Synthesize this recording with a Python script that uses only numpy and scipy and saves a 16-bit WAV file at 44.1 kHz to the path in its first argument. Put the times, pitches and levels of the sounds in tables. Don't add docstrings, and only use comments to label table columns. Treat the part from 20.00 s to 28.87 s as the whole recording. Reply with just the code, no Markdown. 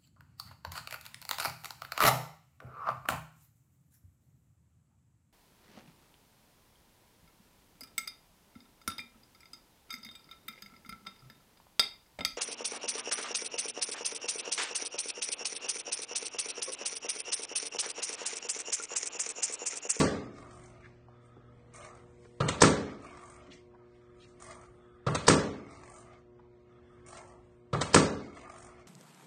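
import sys
import numpy as np
from scipy import signal
from scipy.fft import rfft, irfft, next_fast_len
from scipy.io import wavfile

SR = 44100
rng = np.random.default_rng(int(sys.argv[2]) if len(sys.argv) > 2 else 0)


def boost_factor(decibels):
    exponent = np.asarray(decibels, float) / 20
    return 10 ** exponent


def put_to_file(sound):
    columns = np.atleast_2d(sound).T
    safe = np.clip(columns, -1, 1)
    whole_steps = np.round(safe * 32767)
    wavfile.write(sys.argv[1], SR, whole_steps.astype(np.int16))


N = 391166
LEAD = 4410


def clock():
    return (np.arange(N + LEAD) - LEAD) / SR


def in_time(rows):
    s, *columns = np.transpose(rows)
    return [np.interp(clock(), s, column) for column in columns]


def at_hz(points, hz):
    points = np.array(points)
    return np.interp(np.log(hz + 1), np.log(points[:, 0]), points[:, 1])


def convolve(x, h):
    size = next_fast_len(len(x) + len(h))
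    return irfft(rfft(x, size) * rfft(h, size), size)[:len(x)]


def causal(points):
    log_gain = np.log(boost_factor(at_hz(points, np.arange(2049) * SR / 4096)))
    fold = irfft(log_gain) * np.r_[1, 2 * np.ones(2047), 1, np.zeros(2047)]
    h = irfft(np.exp(rfft(fold)))
    return h / np.sqrt(np.sum(h ** 2))


def resonate(x, peaks):
    out = 0
    for k, (hz, width, db) in enumerate(peaks):
        r = np.exp(-np.pi * width / SR)
        zeros = [(1 - r * r) / 2, 0, (r * r - 1) / 2]
        poles = [1, -2 * r * np.cos(2 * np.pi * hz / SR), r * r]
        out = out + (-1) ** k * boost_factor(db) * signal.lfilter(zeros, poles, x + 1e-18)
    return out


def patchy(peaks, flicker_db):
    size, out = N + LEAD, 0
    knots = np.arange(0, size, 1500)
    for peak in peaks:
        flicker = np.interp(np.arange(size), knots, rng.standard_normal(len(knots)))
        band = resonate(resonate(rng.standard_normal(size), [peak]), [peak])
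        out = out + boost_factor(flicker_db * flicker - peak[2]) * band
    return out / np.sqrt(np.mean(out ** 2) + 1e-20)


def ring(modes):
    t = np.arange(SR) / SR
    return sum(boost_factor(db - 60 * t / t60) * np.sin(2 * np.pi * hz * t) for hz, db, t60 in modes)


def add(track, s, sound):
    at = LEAD + round(s * SR)
    track[at:at + len(sound)] += sound[:len(track) - at]


def burst(rise, t60, hold=0.):
    t = np.arange(4000) / SR
    fade = boost_factor(-60 * np.maximum(t - rise - hold, 0) / t60)
    return rng.standard_normal(len(t)) * np.clip(t / rise, 0, 1) * fade


def swell(s, rise, hold, fall):
    t = clock()
    return 25 * np.minimum(np.minimum((t - s) / rise, (s + hold - t) / fall), 0)


# f/Hz, level/dB
REBOUND_COLOUR = [(50, -3), (400, 0), (1300, 0), (2200, -18), (9800, -40)]


def blows(rows, colour, rise, hold, t60, rebound_s, gain_db, push_db):
    near, impulse = np.zeros((2, N + LEAD))
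    tint = causal(colour)
    dull = convolve(tint, causal(REBOUND_COLOUR))
    body, shudder = burst(rise, t60, hold), burst(0.00067, .08, 0.0038)
    body[round((rise + hold / 2) * SR)] += 9.0
    for s, db, back_db in rows:
        rattle = signal.lfilter([1, -.9], [1], burst(rise, t60, hold))
        strike = convolve(rattle, tint) + boost_factor(push_db) * convolve(body, dull)
        add(near, s, boost_factor(db + gain_db) * strike)
        rebound = convolve(shudder + 0.044 * burst(0.0012, 0.15, 0.0027), dull)
        add(near, s + rebound_s, boost_factor(db + gain_db + back_db) * rebound)
        add(impulse, s + rise, boost_factor(db) * tint)
    return near, impulse


# t/s, peak level/dB, rebound level below the blow/dB
SLAMS = [
    (-.046, -5.5, -3),
    (2.616, -5, -5),
    (5.279, -5.5, -7.5),
    (7.942, -6, -4),
]
# f/Hz, level/dB
SLAM_COLOUR = [(25, -19), (60, -11.5), (160, -5), (300, -4.5), (500, -4), (750, -14), (1200, -9.5),
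               (2000, -6.5), (3200, -8.5), (5000, -8.5), (7500, -13), (8600, -9.5), (9700, -23),
               (12000, -63.5)]


def piston_slam():
    return blows(SLAMS, SLAM_COLOUR, rise=.003, hold=.006, t60=.0079, rebound_s=.018, gain_db=-7, push_db=-5)


# f/Hz, level/dB, t60/s
TIMBER = [(117.5, -7.5, 0.24), (160.25, 3, 0.33), (205.5, -0.5, 0.68), (254.8, -5, 0.79),
          (288.4, -2.5, 0.93), (418.3, -6, 0.79), (475, -5, .35), (530, -3.5, 0.37), (550, -5, 0.12),
          (685, -10.5, 0.63), (745, -1.5, 0.11), (1020, -14.5, 0.067), (1155, -5, 0.72), (66.6, -3, 0.15)]
# f/Hz, level/dB, t60/s
ROD = [(1240, -14, 0.47), (2184, -19.5, 0.96), (3660, -21.5, 0.18), (4400, -18.5, 0.25), (4070, -21, 0.2),
       (5750, -26, .2), (8650, -21.5, .15)]
# f/Hz, level/dB, t60/s
VALVE = [(130, 0.5, 0.21), (560, -13, .1), (1198, -5.5, .12)]


def structure(slam, knock, jerk):
    shaken = boost_factor(-45) * knock + boost_factor(-29) * slam + boost_factor(-35.5) * jerk
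    return convolve(shaken, ring(TIMBER) + ring(ROD)) + boost_factor(-33.5) * convolve(knock, ring(VALVE))


# f/Hz, t60/s
ROOM_T60 = [(60, 0.73), (200, .7), (500, 0.67), (1000, 0.62), (2000, 0.45), (4000, 0.51), (8000, 0.32)]
# f/Hz, level/dB
ROOM_LEVEL = [(45, -1.5), (70, 7), (300, 2.5), (800, 4), (1200, 1.5), (3000, -9.5), (9000, -3.5)]
# f/Hz, t/s
ROOM_ARRIVAL = [(300, 0.026), (1500, 0.036), (2500, 0.00057)]


def room():
    t, out = np.arange(SR) / SR, 0
    edges = 40 * 2 ** np.arange(0, 8.1, .5)
    white = rng.standard_normal((2, SR))
    for k, (low, high) in enumerate(zip(edges, edges[1:])):
        band = signal.sosfilt(signal.butter(2, [low, high], "band", fs=SR, output="sos"), white[k % 2])
        hz = np.sqrt(low * high)
        build = np.clip((t - at_hz(ROOM_ARRIVAL, hz)) / 0.0046, 0, 1)
        t60 = np.clip(at_hz(ROOM_T60, hz), .05, 2)
        out = out + band * build * boost_factor(at_hz(ROOM_LEVEL, hz) - 60 * t / t60)
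    return out


# t/s, share of the way
WALK = [(0, 0), (.6, .05), (1.6, .35), (1.9, .55), (2.3, .62), (3.1, .97), (8.87, 1.02)]
# multiple, level/dB, wall echo share, echo phase/rad, phase change over the walk/rad
HUM_LOW = [(1, -63, 0.93, .1, 2.3), (2, -66.5, 0.1, 0.56, 2), (3, -62, 0.97, 0.78, 6.7),
           (4, -68, 1, 2.8, 5.8)]
# multiple, level/dB
HUM_TOP = [(5, -71), (6, -77.5), (8, -79), (9, -78.5), (10, -89)]


def lamp_hum():
    way, = in_time(WALK)
    turn = 2 * np.pi * 120.05 * clock()
    hum = 0
    for k, db, echo, phase, change in HUM_LOW:
        standing = np.abs(1 + echo * np.exp(1j * (phase + change * way)))
        hum = hum + boost_factor(db) * standing * np.sin(round(k) * turn + rng.uniform(0, 5.5))
    for k, db in HUM_TOP:
        hum = hum + boost_factor(db + 0.5) * np.sin(round(k) * turn + rng.uniform(0, 5.5))
    wobble_db = 1.2 * np.interp(clock(), np.arange(-1, 10, .07), rng.standard_normal(158))
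    return hum * boost_factor(wobble_db)


# f/Hz, level/dB
RUMBLE_COLOUR = [(12, -42.5), (25, -19), (70, -7.5), (120, -11), (250, -16), (500, -22), (800, -29.5),
                 (1300, -31.5), (2200, -33.5), (4000, -44), (8500, -58.5), (12000, -79.5)]


def joist_rumble():
    way, = in_time(WALK)
    swing_s, fastest_s = 2.6627, .6
    speed = np.cos(4 * np.pi * (clock() - SLAMS[0][0] - fastest_s) / swing_s)
    level_db = -60 + 3 * speed - 3 * way
    return boost_factor(level_db) * convolve(rng.standard_normal(N + LEAD), causal(RUMBLE_COLOUR))


# t after the slam/s, drag level/dB, air leak level/dB
BACKSWING = [(.3, -48, -86), (.38, -55, -76.5), (.43, -47, -62.5), (.53, -51.5, -69), (.57, -52, -59.5),
             (.71, -55.5, -55), (.8, -56, -78), (.87, -53.5, -98), (1.0, -76.5, -100.5)]
# t after the slam/s, drag level/dB, air leak level/dB
FORESWING = [(1.3, -69.5, -100), (1.741, -67, -79), (1.775, -62, -84), (1.792, -50.5, -55),
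             (1.902, -43, -58.5), (1.969, -59.5, -71.5), (2.03, -55, -75), (2.118, -75, -77.5),
             (2.398, -76, -89)]
# drag level/dB, leak level/dB
PASSES = [(-1.5, -3), (0.75, 1.9), (1.9, -0.5), (0.5, 3.4), (0.43, 1.1), (0.9, 3.5), (2, 0.5)]


def load():
    halves = [(s, half) for s, *_ in SLAMS for half in (BACKSWING, FORESWING)]
    rows = []
    for (s, half), (drag, leak) in zip(halves, PASSES):
        rows += [(s + t, drag_db + drag, leak_db + leak) for t, drag_db, leak_db in half]
    return in_time(rows)


# f/Hz, width/Hz, level/dB
AXLE = [(644, 130, -1), (1206, 210, -0.5), (2156, 170, -9), (1750, 940, -15.5)]


def axle_rub():
    drag_db, _ = load()
    return boost_factor(drag_db - 7.5) * patchy(AXLE, flicker_db=2.0)


# f/Hz, width/Hz, level/dB
RUSTLE = [(2100, 630, 5.5), (3000, 890, -2.5), (4300, 4200, -6.5)]
# t/s, rustle level/dB, hiss level/dB, rise/s, fall/s
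SHUFFLES = [
    (.87, -66, -82.5, 0.055, 0.29),
    (1.26, -74, -73, 0.086, 0.1),
    (3.53, -54, -71, 0.028, 0.15),
    (3.96, -69, -82, .08, .15),
    (4.208, -61.5, -69, 0.055, 0.27),
    (2.25, -69.5, -70, 0.29, 0.68),
]


def rustle():
    drag_db, _ = load()
    moves = sum(boost_factor(swell(s, rise, 0, fall) + db - 4) for s, db, _, rise, fall in SHUFFLES)
    return (boost_factor(drag_db - 15) + moves) * patchy(RUSTLE, flicker_db=3.0)


# f/Hz, width/Hz, level/dB
SEAL = [(5230, 900, -14), (6940, 3200, -7), (7980, 200, -0.5), (8964, 1500, -1), (9510, 300, 1)]


def seal_hiss():
    _, leak_db = load()
    rise, hold, fall = .022, .15, .088
    fill = sum(boost_factor(swell(s + rise, rise, hold, fall) - 58) for s, *_ in KNOCKS)
    moves = sum(boost_factor(swell(s, up, 0, down) + db - 3.5) for s, _, db, up, down in SHUFFLES)
    return (boost_factor(leak_db - 8.5) + fill + moves) * patchy(SEAL, flicker_db=4.0)


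# t of the first after the slam/s, period/s, count
CHATTER = [
    (.3855, .02122, 18),
    (1.784, .0214, 13),
]
# t after the slam/s, peak level/dB, bright part above it/dB
CATCHES = [(0.429, -36, -23.5), (.555, -29, -25.5), (.682, -34, -23.5), (.746, -40.5, -23),
           (0.853, -40, -31.5), (1.784, -41.5, -7.5), (1.806, -37, -8), (1.893, -36.5, -10.5),
           (1.996, -42.5, -13), (2.018, -44, -17.5)]


def bearing_slips():
    dull, bright = np.zeros((2, N + LEAD + 3 * SR))
    drag_db, leak_db = load()

    def slip(s, dull_db, bright_db):
        add(dull, s, boost_factor(dull_db) * burst(.0008, .035))
        add(bright, s, boost_factor(bright_db) * burst(.0008, .035))

    for slam, *_ in SLAMS:
        for first, period, count in CHATTER:
            for s in slam + first + period * np.arange(count):
                at = min(LEAD + round(s * SR), N)
                luck = 2.5 * rng.standard_normal(2)
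                slip(s, drag_db[at] + 12.5 + luck[0], leak_db[at] + 11 + luck[1])
        for t, db, bright_db in CATCHES:
            slip(slam + t, db, db + bright_db + 6)
    ticks = boost_factor(-15) * resonate(dull, RUSTLE)
    return (resonate(dull, AXLE) + ticks + resonate(bright, SEAL))[:N + LEAD]


# t/s, peak level/dB,
# centre f/Hz, swell/s
TAPS = [(1.081, -47, 700, 0.0043), (1.366, -35, 330, 0.0013), (1.409, -47, 324, 0.0023),
        (2.248, -44, 400, 0.0024), (2.248, -51.5, 1300, 0.0017), (3.50, -51.5, 2690, 0.021),
        (3.73, -52, 766, 0.021), (4.189, -57, 2990, 0.056), (6.385, -52.5, 858, .012),
        (6.129, -66.5, 3000, 0.0019), (.82, -49, 1600, 0.04), (3.47, -42, 216, 0.024)]


def taps():
    out = np.zeros(N + LEAD)
    for s, db, hz, rise in TAPS:
        peak = [(hz, 0.73 * hz, 0)]
        add(out, s, boost_factor(db + 11.5) * resonate(resonate(burst(rise, 0.06), peak), peak))
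    return out


# f/Hz, width/Hz, level/dB
BUSH = [(1261, 140, 6.5), (1600, 550, -5.5), (3440, 280, -10), (800, 230, -8.5)]
# t/s, length/s, level/dB
WHINES = [
    (1.12, .4, -75.5),
    (3.76, .55, -80),
    (4.82, .24, -74),
    (6.72, .32, -76.5),
]


def bush_whine():
    whining = sum(boost_factor(db + 8 + swell(s, .15, length, .12)) for s, length, db in WHINES)
    return whining * patchy(BUSH, flicker_db=-0.5)


# t/s, peak level/dB, rebound level below the blow/dB
KNOCKS = [
    (2.401, -8.5, -7.5),
    (5.064, -9.5, -6.5),
    (7.728, -11, -4),
]
# f/Hz, level/dB
KNOCK_COLOUR = [(25, -26), (60, -5), (130, 2.5), (250, -8), (600, -5.5), (900, -14), (1200, -4.5),
                (1700, -9), (4000, -12), (5000, -22), (9000, -33.5), (12000, -63)]


def armature_knock():
    return blows(KNOCKS, KNOCK_COLOUR, rise=.004, hold=.004, t60=.05, rebound_s=.017, gain_db=-19, push_db=-8)


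# t/s, peak level/dB, rebound level below the blow/dB
JERKS = [
    (2.482, -12.5, -12),
    (5.145, -14, -8.5),
    (7.809, -13, -10),
]
# f/Hz, level/dB
JERK_COLOUR = [(100, -21), (200, -9.5), (1100, -8), (2800, 0.5), (4000, -1), (5000, -9), (6500, -10),
               (8800, -13), (9700, -26), (12000, -58)]


def rod_jerk():
    return blows(JERKS, JERK_COLOUR, rise=.006, hold=.0026, t60=.056, rebound_s=.0076, gain_db=-9.5, push_db=-8.5)


# t/s, peak level/dB, rebound level below the blow/dB
SPITS = [
    (2.6045, -24, -40),
    (5.2675, -24, -40),
    (7.9315, -26, -40),
]
# f/Hz, level/dB
SPIT_COLOUR = [(240, -22.5), (400, -3), (1190, -5.5), (2110, -8.5), (5080, 4), (6280, -10.5), (8650, -9.5),
               (9620, -24), (12500, -51), (21200, -120)]


def exhaust_spit():
    near, _ = blows(SPITS, SPIT_COLOUR, rise=.0014, hold=.0073, t60=.056, rebound_s=.008, gain_db=-4, push_db=-11.5)
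    return near


def scene():
    slam, slam_sent = piston_slam()
    knock, knock_sent = armature_knock()
    jerk, jerk_sent = rod_jerk()
    slips, near_by = bearing_slips(), taps()
    near = slam + knock + jerk + exhaust_spit() + slips + near_by
    near = near + structure(slam_sent, knock_sent, jerk_sent)
    sent = boost_factor(-10.5) * slam_sent + boost_factor(-20) * knock_sent + boost_factor(-17) * jerk_sent
    sent = sent + boost_factor(-30) * slips + boost_factor(-39) * near_by
    friction = axle_rub() + rustle() + seal_hiss() + bush_whine()
    beds = friction + lamp_hum() + joist_rumble()
    return (near + convolve(sent, room()) + beds)[None, LEAD:]


# f/Hz, share of time
DROPOUTS = [(700, 0.082), (1500, .18), (3000, 0.46), (5000, 0.29), (7000, 0.097), (8800, 0.058),
            (9600, 0.75)]


def thin_out(x):
    hz, t, spectrum = signal.stft(x, SR, nperseg=1024)
    band = (24 * np.log(1 + hz / 700)).astype(int)
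    shape = (band.max() + 1, len(t))
    draw = rng.random(shape)
    spell = np.cumsum(rng.random(shape) < .33, axis=1) % len(t)
    luck = np.take_along_axis(draw, spell, axis=1)
    level = np.log(np.sum(np.abs(spectrum[0]) ** 2, axis=0) + 1e-12)
    before_blow = np.roll(level, -2) - level > 1.5
    in_blow = level - np.roll(level, 2) > 1.5
    spared = (level > -5.5) | before_blow | in_blow
    share = at_hz(DROPOUTS, hz)[:, None] * (hz[:, None] > 600)
    dropped = (luck[band] < share) & ~spared
    return signal.istft(spectrum * np.where(dropped, boost_factor(-26), 1), SR, nperseg=1024)[1][:, :N]


def roll_off(x):
    return signal.sosfilt(signal.butter(12, 9770, fs=SR, output="sos"), x)


def record(dry):
    top_cut = signal.cheby2(10, 50, 10544, fs=SR, output="sos")
    x = signal.sosfilt(top_cut, thin_out(dry))
    x = x / (1 + (x / .74) ** 8) ** .125
    return roll_off(x)


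dry = scene()
out = record(dry)
put_to_file(out)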